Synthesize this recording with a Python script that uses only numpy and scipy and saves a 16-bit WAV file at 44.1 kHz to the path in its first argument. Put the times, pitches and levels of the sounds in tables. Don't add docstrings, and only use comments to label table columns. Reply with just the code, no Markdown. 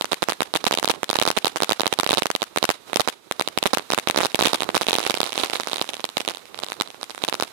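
import sys
import numpy as np
from scipy import signal
from scipy.fft import rfft, irfft
from scipy.io import wavfile

SR = 44100
rng = np.random.default_rng(int(sys.argv[2]) if len(sys.argv) > 2 else 0)


def wrap_up_sound(samples):
    columns = np.atleast_2d(samples).T
    tamed = np.clip(columns, -1, 1)
    steps = np.round(tamed * 32767).astype(np.int16)
    wavfile.write(sys.argv[1], SR, steps)


N = 331632

# near_start_s, level_db, extra_travel_to_far_ms, far_bounce_delay_ms
STAR_BURSTS = [(0.0109, -8.1, 10.75, 0.98), (0.0445, -10.6, 10.93, 0.66), (0.1155, -18.1, 10.77, 0.57),
               (0.1198, -6.4, 9.93, 0.93), (0.125, -14.9, 10.93, 0.66), (0.132, -6.0, 10.68, 0.45),
               (0.2228, -7.8, 10.5, 0.82), (0.2286, -4.2, 10.43, 0.54), (0.2864, -4.7, 10.09, 0.63),
               (0.2951, -12.1, 11.13, 0.61), (0.301, -10.2, 10.7, 0.77), (0.3219, -10.4, 10.63, 0.48),
               (0.4061, -5.2, 11.04, 0.39), (0.4204, -6.0, 10.34, 0.59), (0.5391, -7.3, 10.52, 0.86),
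               (0.5542, -5.0, 10.45, 0.54), (0.5605, -4.2, 10.66, 1.09), (0.6418, -6.8, 11.02, 0.77),
               (0.6659, -8.6, 11.6, 0.63), (0.6669, -2.7, 9.73, 1.11), (0.6711, -5.9, 10.66, 0.73),
               (0.7107, -6.0, 10.7, 0.66), (0.7262, -6.4, 10.45, 1.04), (0.7401, -7.3, 10.02, 1.32),
               (0.7742, -8.2, 10.63, 1.07), (0.7869, -7.5, 10.41, 1.02), (0.8286, -9.9, 10.23, 0.61),
               (0.8453, -4.0, 10.43, 0.82), (0.877, -6.7, 10.07, 0.95), (0.8972, -6.3, 10.7, 0.77),
               (0.8995, -4.7, 10.93, 0.7), (0.9036, -3.5, 10.54, 1.18), (1.032, -6.0, 10.63, 0.57),
               (1.0928, -12.6, 10.61, 0.95), (1.1013, -4.0, 10.48, 0.84), (1.1303, -9.3, 10.77, 0.73),
               (1.1548, -10.5, 10.48, 0.75), (1.1571, -8.5, 10.57, 0.48), (1.1582, -9.8, 10.98, 0.68),
               (1.1877, -2.1, 10.93, 1.0), (1.2145, -11.4, 10.79, 0.5), (1.2159, -4.0, 9.64, 1.22),
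               (1.2241, -4.5, 10.09, 0.75), (1.2531, -9.5, 10.45, 0.75), (1.2653, -13.5, 10.91, 0.59),
               (1.2763, -2.1, 10.29, 0.84), (1.2822, -11.1, 10.07, 0.86), (1.3033, -3.5, 10.77, 0.73),
               (1.366, -15.1, 10.43, 0.57), (1.3703, -6.9, 10.63, 1.18), (1.3752, -4.5, 11.02, 0.43),
               (1.4461, -1.0, 10.18, 0.98), (1.4567, -15.4, 10.5, 0.61), (1.4681, -9.9, 10.5, 0.79),
               (1.4705, -7.1, 10.02, 0.91), (1.5599, -8.4, 10.36, 0.63), (1.566, -16.1, 10.82, 0.59),
               (1.5724, -14.9, 10.32, 0.66), (1.6038, -12.5, 10.7, 0.52), (1.622, -1.9, 10.52, 0.77),
               (1.6341, -4.1, 10.82, 0.84), (1.6935, -4.0, 10.27, 0.84), (1.7118, -5.4, 10.36, 0.63),
               (1.7209, -4.1, 10.27, 1.07), (1.7969, -7.4, 10.73, 0.77), (1.8067, -3.6, 10.63, 0.98),
               (1.8581, -10.0, 10.63, 0.5), (1.8671, -1.4, 10.32, 0.98), (1.9256, -11.9, 11.07, 0.52),
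               (1.9278, -3.7, 10.5, 1.25), (1.9888, -3.9, 10.27, 0.86), (1.9986, -5.0, 10.27, 0.52),
               (1.9994, -9.0, 10.86, 0.84), (2.0331, -7.2, 10.57, 0.68), (2.0642, -6.6, 10.68, 0.36),
               (2.0911, -11.5, 10.77, 0.29), (2.0927, -9.0, 10.25, 0.88), (2.108, -0.6, 10.66, 1.16),
               (2.1305, -2.8, 10.57, 0.75), (2.1374, -6.4, 10.73, 1.02), (2.1729, -6.0, 10.66, 0.93),
               (2.1815, -4.0, 10.66, 1.07), (2.187, -9.7, 10.59, 0.79), (2.2218, -5.7, 10.75, 0.36),
               (2.2573, -4.5, 10.52, 0.66), (2.3028, -6.7, 10.93, 0.63), (2.3515, -5.1, 10.45, 1.0),
               (2.4198, -5.8, 9.93, 1.04), (2.4285, -10.6, 10.75, 0.68), (2.5613, -8.2, 10.82, 0.61),
               (2.5741, -2.6, 10.52, 0.48), (2.6279, -2.5, 11.05, 1.0), (2.6422, -1.2, 10.52, 0.7),
               (2.6915, -1.8, 10.68, 0.41), (2.7029, -5.5, 10.52, 0.63), (2.7099, -14.1, 10.54, 0.66),
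               (2.9321, -9.7, 10.91, 0.5), (2.9593, -3.8, 10.36, 1.0), (2.9597, -3.5, 11.06, 0.79),
               (2.9971, -3.2, 10.61, 0.75), (2.9987, -4.4, 10.05, 0.66), (3.0054, -5.8, 10.63, 0.88),
               (3.0759, -5.8, 11.04, 0.68), (3.0843, -11.5, 10.95, 0.27), (3.0883, -9.7, 10.98, 0.61),
               (3.3123, -7.1, 10.32, 0.54), (3.3965, -6.7, 10.43, 0.79), (3.4113, -6.6, 10.84, 0.45),
               (3.4761, -9.1, 9.64, 1.02), (3.5759, -2.2, 10.54, 0.39), (3.6281, -4.1, 10.2, 1.09),
               (3.657, -2.5, 10.66, 0.52), (3.6621, -2.1, 11.27, 0.34), (3.7333, -2.2, 10.29, 0.79),
               (3.7371, -2.0, 10.93, 0.73), (3.7724, -3.1, 11.04, 0.66), (3.9033, -7.5, 10.95, 0.73),
               (3.9212, -7.1, 10.34, 1.29), (3.9351, -1.8, 11.02, 0.75), (3.978, -5.5, 10.52, 0.57),
               (3.9864, -7.6, 11.11, 0.48), (4.0735, -3.7, 12.5, 0.34), (4.099, -1.6, 11.04, 0.48),
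               (4.1609, -7.8, 10.86, 0.73), (4.175, -4.8, 10.0, 1.18), (4.1755, -7, 11.0, 0.15),
               (4.1787, -11.2, 10.5, 0.77), (4.2052, -7.3, 11.02, 0.59), (4.2111, -8.5, 10.5, 0.54),
               (4.2274, -16.3, 10.3, 0.7), (4.2331, -7.1, 10.84, 0.73), (4.2382, -12.6, 10.73, 1.02),
               (4.2494, -6.8, 10.52, 0.82), (4.2568, -4.5, 10.09, 0.75), (4.3458, -0.9, 9.8, 1.25),
               (4.3461, -8.8, 9.9, 1.35), (4.3609, -22, 11.0, 0.5), (4.3914, -3.3, 10.02, 0.73),
               (4.3961, -12.2, 11.5, 0.79), (4.4099, -2.4, 10.25, 0.15), (4.4246, -0.5, 10.98, 1.13),
               (4.4403, -14.7, 10.3, 0.7), (4.4468, -16.5, 10.05, 1.32), (4.4473, -11.3, 10.3, 1.68),
               (4.4542, -5.6, 10.7, 1.16), (4.4577, -4.7, 10.39, 0.84), (4.4583, -2.9, 10.34, 1.11),
               (4.4721, -3.9, 10.36, 1.16), (4.4927, -19, 11.0, 1.0), (4.4972, -21, 10.9, 0.6),
               (4.5329, -1.9, 11.04, 0.84), (4.5467, -7.2, 9.82, 0.84), (4.5499, -12.3, 9.32, 0.86),
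               (4.6057, -10.2, 9.02, 1.07), (4.6215, -8.8, 10.91, 0.5), (4.633, -12.8, 9.41, 0.95),
               (4.7459, -8.1, 10.93, 0.57), (4.7511, -14.8, 10.3, 0.7), (4.7518, -4.4, 10.23, 0.82),
               (4.7606, -18.2, 8.8, 1.36), (4.7642, -15, 11.0, 1.2), (4.7678, -1.3, 10.11, 0.73),
               (4.7785, -18.6, 9.61, 1.41), (4.812, -8.1, 11.02, 0.61), (4.8178, -8.2, 10.02, 0.79),
               (4.8322, -14.6, 10.41, 1.2), (4.8678, -11.5, 11.22, 1.22), (4.8848, -3.8, 10.61, 1.13),
               (4.8895, -8.5, 10.14, 0.15), (4.9082, -8.3, 9.75, 1.16), (4.9301, -3.7, 10.3, 0.88),
               (4.9324, -7.4, 10.14, 1.18), (4.9443, -21, 11.0, 1.0), (4.9532, -4.9, 9.46, 1.13),
               (4.9688, -18.9, 9.34, 1.29), (4.9851, -5.0, 8.98, 0.79), (5.0031, -13.5, 10.3, 0.7),
               (5.0056, -22, 10.3, 1.38), (5.0296, -15.8, 10.07, 1.07), (5.0515, -15.8, 10.73, 0.5),
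               (5.0649, -6.3, 9.86, 1.38), (5.0675, -12.9, 9.41, 0.15), (5.0984, -2.6, 9.77, 0.86),
               (5.107, -8.6, 10.41, 1.29), (5.142, -6.7, 9.37, 1.36), (5.1682, -20, 9.4, 0.9),
               (5.1735, -13.1, 10.16, 0.95), (5.204, -1.9, 11.02, 0.84), (5.2312, -8.2, 9.46, 0.98),
               (5.2568, -19.0, 9.91, 1.13), (5.2641, -15.0, 10.16, 0.86), (5.3222, -15.3, 9.23, 1.29),
               (5.3299, -14.4, 10.59, 1.2), (5.3551, -19.1, 9.71, 0.75), (5.3783, -7.1, 9.68, 1.18),
               (5.3933, -18, 10.3, 1.0), (5.3979, -12.6, 9.41, 0.9), (5.4015, -14.5, 9.68, 1.09),
               (5.4349, -5.7, 10.25, 1.09), (5.4379, -10.4, 10.95, 0.15), (5.4595, -20.3, 9.14, 1.29),
               (5.4619, -20, 10.3, 0.7), (5.4991, -13.3, 8.4, 1.43), (5.5323, -15.1, 8.55, 1.34),
               (5.5349, -11.9, 10.25, 0.15), (5.552, -18.1, 9.5, 0.95), (5.5579, -16.9, 8.71, 1.66),
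               (5.566, -21, 10.3, 0.9), (5.572, -22, 9.3, 1.1), (5.5992, -10, 10.3, 0.7),
               (5.6344, -19.0, 10.5, 1.63), (5.6725, -12.0, 10.84, 0.68), (5.6868, -21.5, 9.77, 0.88),
               (5.7146, -18.5, 9.86, 1.2), (5.7194, -17.0, 10.86, 0.98), (5.7325, -9.3, 9.32, 0.93),
               (5.7614, -19.3, 10.79, 1.59), (5.7692, -21, 10.9, 0.86), (5.7827, -15.8, 8.46, 1.09),
               (5.8144, -5.9, 7.9, 0.98), (5.8908, -15.0, 9.5, 1.13), (5.8944, -17.7, 9.32, 1.27),
               (5.9348, -17.3, 8.44, 1.18), (6.0046, -22.8, 8.87, 1.22), (6.0423, -8.6, 9.3, 0.95),
               (6.0539, -22.5, 8.82, 1.38), (6.0906, -21, 9.3, 1.0), (6.1691, -13.4, 9.14, 1.52),
               (6.1705, -5.5, 10.0, 1.07), (6.2017, -20.5, 9.5, 1.25), (6.2056, -11.3, 9.71, 1.29),
               (6.25, -20.0, 9.8, 1.38), (6.278, -8.7, 8.1, 1.11), (6.288, -12.6, 9.8, 1.16),
               (6.2966, -22, 10.3, 0.84), (6.3085, -18.1, 10.29, 0.7), (6.3483, -21.3, 10.09, 1.04),
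               (6.3714, -22.8, 10.7, 0.88), (6.545, -23.8, 10.5, 0.39), (6.5898, -17.4, 10.82, 0.91),
               (6.6304, -22, 10.3, 0.7), (6.6354, -11.7, 9.07, 1.0), (6.6648, -25, 9.9, 0.9),
               (6.6856, -22.4, 11.32, 1.02), (6.7011, -21.7, 10.29, 0.77), (6.7204, -14.5, 10.11, 0.48),
               (6.8007, -14.1, 9.93, 0.95), (6.81, -7.9, 9.37, 1.0), (6.8108, -8.6, 9.95, 0.66),
               (6.8752, -25.5, 9.98, 0.93), (7.0131, -24.2, 9.73, 0.75), (7.0307, -14.3, 10.32, 0.86),
               (7.0971, -22, 10.5, 0.7), (7.1059, -22.2, 9.61, 0.88), (7.1483, -23, 10.14, 0.54),
               (7.1787, -22, 10.88, 0.52), (7.2236, -23, 9.75, 0.93), (7.2381, -4.5, 10.59, 1.13),
               (7.2804, -14.0, 9.93, 0.79), (7.2863, -7.5, 10.11, 1.07), (7.3265, -10.9, 10.41, 0.41),
               (7.3423, -11.4, 9.5, 0.75), (7.3996, -8.2, 10.07, 0.75), (7.4244, -5.9, 9.09, 0.77)]
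# time_s, level_db
JET_LEVEL = [(0.0, -47), (2.0, -48), (2.8, -50), (2.9, -43), (3.2, -53), (3.45, -46.5), (4.2, -46),
             (4.65, -42.5), (5.0, -44), (5.72, -44), (6.43, -47), (6.68, -44), (6.95, -46.5), (7.3, -42.5),
             (7.52, -46.5)]
# frequency_hz, density_db
JET_SPECTRUM = [(35, -53), (60, -9.5), (294, -0.5), (427, 1.5), (566, -2.5), (1280, -3), (1950, -6),
                (8320, -12), (13000, -14.5), (16000, -31)]
# frequency_hz, left_minus_right_db
JET_BALANCE = [(100, -9.5), (380, -16), (1300, -14.5), (5000, -3.5), (14000, -2.5)]
# scatter_db, scatter_t60_s, tail_db, tail_t60_s, tail_lowpass_hz (limited to 0.45 SR)
YARD = [(-26.5, 0.016, -46.5, 0.23, 21000), (-33, 0.012, -58, 0.37, 37000)]
# delay_s, level_db, smear_s (half width to 1/e)
WALL_ECHOES = [(0.051, -50, 0.0048), (.084, -67.5, 0.0058)]
# centre_hz, width_hz, gain_db
FAR_RESONANCES = [(80, 304, 10.5), (760, 250, 5), (3120, 1700, 4.5), (11400, 5200, 5.5)]
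NEAR_RESONANCES = [(3838, 550, 7), (1663, 850, -3.5), (9740, 1850, 11)]
# time_s, rate_per_s
SPARK_RATE = [(0, .5), (4.35, 1), (4.72, 30), (4.85, 100), (5.15, 40), (6.0, 25), (6.12, 2), (7.46, 3)]
# centre_s, extra_peak_rate_per_s
SPARK_SWARMS = [(4.23, 150), (4.48, 400), (5.05, 400), (5.28, 100), (5.41, 400), (5.56, 150)]
# near_start_s, level_db
LOUD_SPARKS = [(5.0232, -30), (5.0387, -17), (5.045, -29), (5.111, -24), (5.2701, -27), (5.273, -21),
               (5.2813, -32), (5.2932, -21.5), (5.358, -19), (5.4128, -19), (5.4276, -22), (5.452, -22),
               (5.5173, -26), (5.5561, -12.5), (5.6067, -19), (5.6904, -28), (5.6975, -22), (5.7448, -30),
               (5.759, -15), (5.796, -20), (5.8269, -26), (5.8432, -22.5), (5.877, -31), (5.942, -17.5),
               (5.9679, -22.5), (6.215, -35), (6.3027, -21), (6.338, -29), (6.3939, -37), (6.7677, -35),
               (6.7865, -44), (6.9037, -25), (7.1125, -28), (7.2693, -32), (7.4364, -21.5), (7.4393, -24)]
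# near_start_s, level_db
TUBE_POPS = [(0.939, -26), (0.9597, -32), (1.8341, -13), (2.898, -30.5), (3.7956, -21), (4.0821, -23),
             (4.1459, -17.5), (4.1886, -8), (4.6907, -9), (5.996, -23.5), (6.3142, -28), (6.5612, -38),
             (6.622, -29), (6.945, -31.5)]

ROAR_TOP_HZ, ROAR_FLUTTER_DB, HISS_FLICKER_DB = 1100, 4, 2.2

STAR_BLAST_MS, SMALL_BLAST_MS, TUBE_BLAST_MS = 0.2, 0.16, 0.3
SMALL_BELOW_DB = -13.5
SMALL_NEAR_BOUNCE_GAIN_DB = 0.5

FAR_BOUNCE_DB, NEAR_BOUNCE_DB, BOUNCE_SPREAD_DB = -0.5, -3.5, 1.2
NEAR_BOUNCE_SHARE, NEAR_BOUNCE_LESS_MS = 0.34, 0.078

SPARK_FLOOR_DB, SPARK_MEAN_RISE_DB, SPARK_CAP_DB = -34, 5.5, -26
SPARK_TRAVEL_MS, SPARK_BOUNCE_MS = (9.2, 11), (0.4, 1.5)
SWARM_S = 0.057

TUBE_TRAVEL_MS, TUBE_BOUNCE_MS, TUBE_LOWPASS_HZ = 11.1, 0.1, 3000

TAIL_GRAIN_MS, TAIL_GRAIN_DB = 5.4, 1

FAR_HIGHPASS_HZ, FAR_BASS_DB, FAR_LOWPASS_HZ, FAR_GAIN_DB = 2360, -23.5, 12100, 0.2
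NEAR_HIGHPASS_HZ, NEAR_ROLLOFF_HZ, NEAR_GAIN_DB = 209, 5100, 13
NEAR_TREBLE_DB = -17
NEAR_CEILING = 0.94
CLIP_LEVEL, STOPBAND_HZ = 0.9, 17200


def from_db(db):
    return 10 ** (np.asarray(db) / 20)


def rms_one(x):
    return x / np.sqrt(np.mean(x ** 2) + 1e-20)


def over_time(points, t):
    return np.interp(t, *np.transpose(points))


def over_log_hz(points, hz):
    point_hz, value = np.transpose(points)
    return np.interp(np.log(hz), np.log(point_hz), value)


def butter_filter(x, hz, kind, order):
    sos = signal.butter(order, np.clip(hz, 20, 0.45 * SR), kind, fs=SR, output="sos")
    return signal.sosfilt(sos, x)


def resonate(x, resonances):
    for centre_hz, width_hz, gain_db in resonances:
        radius = np.exp(-np.pi * width_hz / SR)
        zeros = np.array([1, 0, -1]) * (1 - radius * radius) / 2
        poles = [1, -2 * radius * np.cos(2 * np.pi * centre_hz / SR), radius * radius]
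        x = x + (from_db(gain_db) - 1) * signal.lfilter(zeros, poles, x)
    return x


def grainy_noise(hold_ms, spread_db):
    time_ms = np.arange(N) / SR * 1000
    wander = np.interp(time_ms / hold_ms, np.arange(N), rng.standard_normal(N))
    return rms_one(from_db(spread_db * wander) * rng.standard_normal(N))


def sputter():
    roar = butter_filter(grainy_noise(25, ROAR_FLUTTER_DB), ROAR_TOP_HZ, "low", order=2)
    hiss = butter_filter(grainy_noise(30, HISS_FLICKER_DB), ROAR_TOP_HZ, "high", order=2)
    return roar + hiss


def jet(level_db):
    hz = np.maximum(np.arange(N // 2 + 1) * SR / N, 1)
    tilt_db = over_log_hz(JET_BALANCE, hz) / 2 * np.array([[1], [-1]])
    shape = from_db(over_log_hz(JET_SPECTRUM, hz) + tilt_db)
    far, near = rms_one(irfft(rfft([sputter(), sputter()]) * shape, N))
    return from_db(level_db) * np.array([far, resonate(near, NEAR_RESONANCES[:2])])


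def impulse_train(start_s, level_db):
    sample, part = np.divmod(start_s * SR, 1)
    index = np.concatenate([sample, sample + 1]).astype(int)
    size = np.concatenate([1 - part, part]) * np.tile(from_db(level_db), 2)
    inside = (index >= 0) & (index < N)
    return np.bincount(index[inside], size[inside], N)


def whole_samples(time_s):
    return np.round(time_s * SR) / SR


def arrivals(rows, near_bounce_gain_db=0):
    near_s, level_db, travel_ms, bounce_ms = np.transpose(rows)
    bounce_db = level_db + rng.normal(0, BOUNCE_SPREAD_DB, len(near_s))
    far_s = whole_samples(near_s + travel_ms / 1000)
    far_bounce_s = whole_samples(far_s + bounce_ms / 1000)
    far = impulse_train(far_s, level_db) + impulse_train(far_bounce_s, bounce_db + FAR_BOUNCE_DB)
    near_bounce_ms = np.maximum(NEAR_BOUNCE_SHARE * bounce_ms - NEAR_BOUNCE_LESS_MS, 0)
    near_bounce_s = near_s + near_bounce_ms / 1000
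    near_bounce = impulse_train(near_bounce_s, bounce_db + NEAR_BOUNCE_DB + near_bounce_gain_db)
    return np.array([far, impulse_train(near_s, level_db) + near_bounce])


def scattered(direct, decay):
    energy = signal.fftconvolve(direct ** 2, decay ** 2)[:N]
    return np.sqrt(np.abs(energy)) * grainy_noise(TAIL_GRAIN_MS, TAIL_GRAIN_DB)


def yard(direct):
    t = np.arange(SR // 2) / SR
    out = []
    for side, (scatter_db, scatter_t60_s, tail_db, tail_t60_s, lowpass_hz) in enumerate(YARD):
        scatter = scattered(direct[side], from_db(scatter_db - 60 * t / scatter_t60_s))
        tail_decay = from_db(tail_db - 60 * t / tail_t60_s)
        if side == 1:
            for delay_s, level_db, smear_s in WALL_ECHOES:
                tail_decay = tail_decay + from_db(level_db) * np.exp(-((t - delay_s) / smear_s) ** 2)
        tail = butter_filter(scattered(direct[side], tail_decay), lowpass_hz, "low", order=1)
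        out.append(direct[side] + scatter + tail)
    return np.array(out)


def blast(impulses, length_ms):
    t = np.arange(SR // 200) / SR / (length_ms / 1000)
    return signal.lfilter((1 - t) * np.exp(-t), [1], impulses)


def tube_pops():
    rows = [(start_s, level_db, TUBE_TRAVEL_MS, TUBE_BOUNCE_MS) for start_s, level_db in TUBE_POPS]
    pops = blast(yard(arrivals(rows)), TUBE_BLAST_MS)
    return butter_filter(pops, TUBE_LOWPASS_HZ, "low", order=1)


def spark_rate(t):
    rate = over_time(SPARK_RATE, t)
    for centre_s, extra_per_s in SPARK_SWARMS:
        rate = rate + extra_per_s * np.exp(-((t - centre_s) / SWARM_S) ** 2)
    return rate


def sparks(rate_per_s):
    samples = np.flatnonzero(rng.random(N) < rate_per_s / SR)
    size, travel, height = rng.random((3, N))
    level_db = SPARK_FLOOR_DB - SPARK_MEAN_RISE_DB * np.log(size[samples] + 1e-9)
    level_db = np.minimum(level_db, SPARK_CAP_DB)
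    start_s, level_db = np.concatenate([np.transpose(LOUD_SPARKS), [samples / SR, level_db]], axis=1)
    travel_ms = np.interp(travel[:len(start_s)], (0, 1), SPARK_TRAVEL_MS)
    bounce_ms = np.interp(height[:len(start_s)], (0, 1), SPARK_BOUNCE_MS)
    return np.transpose([start_s, level_db, travel_ms, bounce_ms])


def small_charges(weak_bursts, t):
    rows = np.concatenate([weak_bursts, sparks(spark_rate(t))])
    return blast(yard(arrivals(rows, SMALL_NEAR_BOUNCE_GAIN_DB)), SMALL_BLAST_MS)


def star_bursts(strong_bursts):
    return blast(yard(arrivals(strong_bursts)), STAR_BLAST_MS)


def microphones(air):
    far = butter_filter(air[0], FAR_HIGHPASS_HZ, "high", order=1) + from_db(FAR_BASS_DB) * air[0]
    far = butter_filter(far, FAR_LOWPASS_HZ, "low", order=2)
    far = from_db(FAR_GAIN_DB) * resonate(far, FAR_RESONANCES)
    near = butter_filter(air[1], NEAR_HIGHPASS_HZ, "high", order=2)
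    treble = butter_filter(near, NEAR_ROLLOFF_HZ, "high", order=2)
    near = butter_filter(near, NEAR_ROLLOFF_HZ, "low", order=2) - from_db(NEAR_TREBLE_DB) * treble
    near = from_db(NEAR_GAIN_DB) * resonate(near, NEAR_RESONANCES)
    return np.array([far, -NEAR_CEILING * np.tanh(near / NEAR_CEILING)])


def scene():
    t = np.arange(N) / SR
    bursts = np.array(STAR_BURSTS)
    small = bursts[:, 1] < SMALL_BELOW_DB
    air = star_bursts(bursts[~small]) + small_charges(bursts[small], t) + tube_pops()
    return microphones(air) + jet(over_time(JET_LEVEL, t))


def record(dry):
    clipped = np.clip(dry, -CLIP_LEVEL, CLIP_LEVEL)
    return signal.sosfilt(signal.cheby2(14, 80, STOPBAND_HZ, fs=SR, output="sos"), clipped)


dry = scene()
out = record(dry)
wrap_up_sound(out)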